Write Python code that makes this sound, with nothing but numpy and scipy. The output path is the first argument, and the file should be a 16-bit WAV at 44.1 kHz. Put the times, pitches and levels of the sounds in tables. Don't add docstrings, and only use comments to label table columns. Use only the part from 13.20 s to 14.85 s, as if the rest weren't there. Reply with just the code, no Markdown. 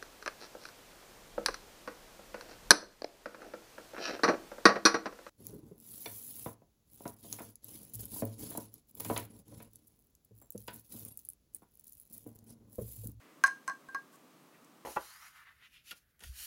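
import sys
import numpy as np
from scipy import signal
from scipy.fft import rfft, irfft, next_fast_len
from scipy.io import wavfile

SR = 44100
rng = np.random.default_rng(int(sys.argv[2]) if len(sys.argv) > 2 else 0)


def to_wav(sig):
    pcm = np.clip(np.atleast_2d(sig), -1, 1) * 32767
    pcm = np.round(pcm).astype(np.int16)
    wavfile.write(sys.argv[1], SR, pcm.T)


N = 72765
TOP_HZ = 15900


def undb(db):
    return 10 ** (np.asarray(db) / 20)


def fade(t, t60):
    return np.exp(-np.log(1000) * t / max(t60, 1e-3))


def ring(t, hz, t60):
    return np.sin(2 * np.pi * hz * t) * fade(t, t60)


def delay(x, seconds):
    return np.concatenate([np.zeros(max(int(round(seconds * SR)), 0)), x])[:N]


def colour(x, points):
    size = next_fast_len(2 * N)
    hz, db = np.array(points, float).T
    bins_hz = np.arange(size // 2 + 1) * SR / size + 1
    log_gain = np.log(undb(np.interp(np.log(bins_hz), np.log(hz), db)))
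    cepstrum = irfft(log_gain, size)
    cepstrum[1:size // 2] *= 2
    cepstrum[size // 2 + 1:] = 0
    return irfft(rfft(x, size) * np.exp(rfft(cepstrum)), size)[:N]


# frequency_hz, gain_db
NOISE_SPECTRUM = [(18, -62), (30, -32), (108, -26.5), (140, -9), (225, -7), (284, -3), (410, -11),
                  (492, -11), (852, -16.5), (1170, -11.5), (1440, -18.5), (1820, -20.5), (4420, -27),
                  (15500, -30.5)]
def background(level_db=-61.5):
    noise = colour(rng.standard_normal(N), NOISE_SPECTRUM)
    return noise / np.std(noise) * undb(level_db)


# middle_s, half_length_s, centre_hz, width_octaves, level_db
SWELLS = [(0.051, 0.078, 1850, .5, -69.5), (0.938, 0.012, 7750, 0.88, -66),
          (0.959, 0.0036, 8130, 0.56, -63.5), (1.347, 0.012, 1980, 0.4, -66.5),
          (1.447, 0.0022, 7400, 0.78, -62)]
def hiss_and_rubs(t):
    swells = np.zeros(N)
    bins_hz = np.arange(N // 2 + 1) * SR / N + 1
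    for middle_s, half_length_s, centre_hz, width_octaves, level_db in SWELLS:
        band = np.exp(-.5 * (np.log2(bins_hz / centre_hz) / width_octaves) ** 2)
        noise = irfft(rfft(rng.standard_normal(N)) * band, N)
        envelope = np.exp(-.5 * ((t - middle_s) / half_length_s) ** 2)
        swells += undb(level_db) * noise / np.std(noise) * envelope
    return swells


# start_s, low_hz, low_db, low_t60_s,
# main_hz, main_db, main_t60_s, contact_db, tilt_db_per_octave, edge_db, thud_db
IMPACTS = [(0.2380, 1090, -10.5, 0.052, 1594, -9, 0.076, -17.5, 3.25, -5, -55),
           (0.2791, 1060, -27.5, .055, 1618, -33.5, .22, -36, 0.5, -3, -80),
           (0.4779, 1073, -26, 0.15, 1583, -31, 0.22, -33, 1.5, 6.5, -60.5),
           (0.497, 1104, -29.5, 0.084, 1606, -31.5, 0.12, -38.5, -2, -1, -72),
           (0.687, 1070, -40.5, 0.064, 1584, -43, 0.46, -57, -3, 8, -64),
           (0.7470, 1110, -21, 0.045, 1620, -32, .15, -34, 1, -10, -60.5),
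           (0.935, 1116, -57, 0.13, 1560, -57, 0.052, -78, -5, 3, -97)]
def knocks(t, low_swell_s=0.0042, main_swell_s=0.0018, choke_t60_s=0.019):
    wall, ticks, thuds = np.zeros((3, N))
    hollow_note = undb(8.5) * ring(t, hz=299, t60=0.053)
    thud = ring(t, hz=67.5, t60=0.026) + hollow_note
    for (start_s, low_hz, low_db, low_t60_s, main_hz, main_db, main_t60_s,
         contact_db, tilt, edge_db, thud_db) in IMPACTS:
        low = undb(low_db) * ring(t, low_hz, low_t60_s) * (1 - np.exp(-t / low_swell_s))
        main = undb(main_db) * ring(t, main_hz, main_t60_s) * (1 - np.exp(-t / main_swell_s))
        wall *= fade(np.maximum(t - start_s, 0), choke_t60_s)
        wall += delay(low + main, start_s)
        ticks += delay(undb(contact_db) * contact(t, tilt, edge_db), start_s)
        thuds += delay(undb(thud_db) * thud, start_s)
    return wall + ticks, thuds


# pitch_hz, level_db, t60_s
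WEAK_MODES = [(700, -16, .075), (780, -13, .085), (1435, -16, .07), (1535, -10, .05), (1725, -9, .09),
              (1915, -15, .06), (2030, -19, .06), (4170, -16, .04), (5000, -14, .02), (6170, -13, .02),
              (6400, -14, .016), (10380, -18, .02)]
# frequency_hz, gain_db
CRACK_SPECTRUM = [(560, -26), (740, 0.5), (900, 4), (2200, 5), (2700, -4), (3300, -10.5), (3800, -5.5),
                  (4200, 1.5), (4650, -6), (5100, -0.5), (5650, -5), (6300, 4), (7200, -22.5), (8000, 1.5),
                  (8900, -5.5), (9700, -7.5), (10400, -16), (11100, -17.5), (13200, -16), (14000, -16.5),
                  (16000, -28.5)]
def contact(t, tilt_db_per_octave, edge_db, pivot_hz=5000, edge_hz=8330, edge_octaves=0.21):
    modes = sum(undb(db) * ring(t, hz, t60) for hz, db, t60 in WEAK_MODES)
    crack = undb(1.5) * fade(t, t60=0.0065)
    sizzle = undb(-8) * fade(t, t60=0.025)
    burst = colour(rng.standard_normal(N) * (crack + sizzle), CRACK_SPECTRUM)
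    hz = np.geomspace(500, TOP_HZ, 40)
    metallic_edge = np.exp(-.5 * (np.log2(hz / edge_hz) / edge_octaves) ** 2)
    brightness_db = tilt_db_per_octave * np.log2(hz / pivot_hz) + edge_db * metallic_edge
    return colour(modes + burst, np.c_[hz, brightness_db])


def cut_bass(x, cutoff_hz=600):
    return signal.sosfilt(signal.butter(4, cutoff_hz, "highpass", fs=SR, output="sos"), x)


# delay_s, gain_db
REFLECTIONS = [(.00985, -9.5), (0.021, -19.5), (0.0391, -19)]
# frequency_hz, gain_db
TAIL_SPECTRUM = [(200, -27), (550, -27), (750, -16), (1100, -18), (1600, -16), (2000, -16.5), (3000, -6.5),
                 (4200, -10.5), (6200, -12), (10000, -16.5), (16000, -17)]
def room(x, t, t60_s=0.27, build_s=0.002, dull_hz=5000):
    tail = rng.standard_normal(N) * fade(t, t60_s) * (1 - np.exp(-t / build_s)) ** 2
    tail = colour(tail / np.sqrt(np.sum(tail ** 2)), TAIL_SPECTRUM)
    bins_hz = np.arange(N // 2 + 1) * SR / N
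    dull = irfft(rfft(x) / np.hypot(1, bins_hz / dull_hz), N)
    early = sum(undb(gain_db) * delay(dull, delay_s) for delay_s, gain_db in REFLECTIONS)
    return signal.fftconvolve(x, tail)[:N] + early


# start_s, level_db, tilt_db_per_octave, edge_db
BOUNCES = [(0.2623, -30, 1.5, 0), (0.2668, -40, 3.5, 5), (0.2703, -34, 2, 12), (0.4876, -46.5, 10, -3)]
def chatter(t):
    return sum(delay(undb(level_db) * contact(t, tilt, edge_db), start_s)
               for start_s, level_db, tilt, edge_db in BOUNCES)


def scene():
    t = np.arange(N) / SR
    clinks, thuds = knocks(t)
    direct = cut_bass(clinks + chatter(t)) + thuds + hiss_and_rubs(t)
    return (direct + room(direct, t) + background())[None]


def record(dry):
    return signal.sosfilt(signal.ellip(10, .2, 70, TOP_HZ, fs=SR, output="sos"), dry)


dry = scene()
out = record(dry)
to_wav(out)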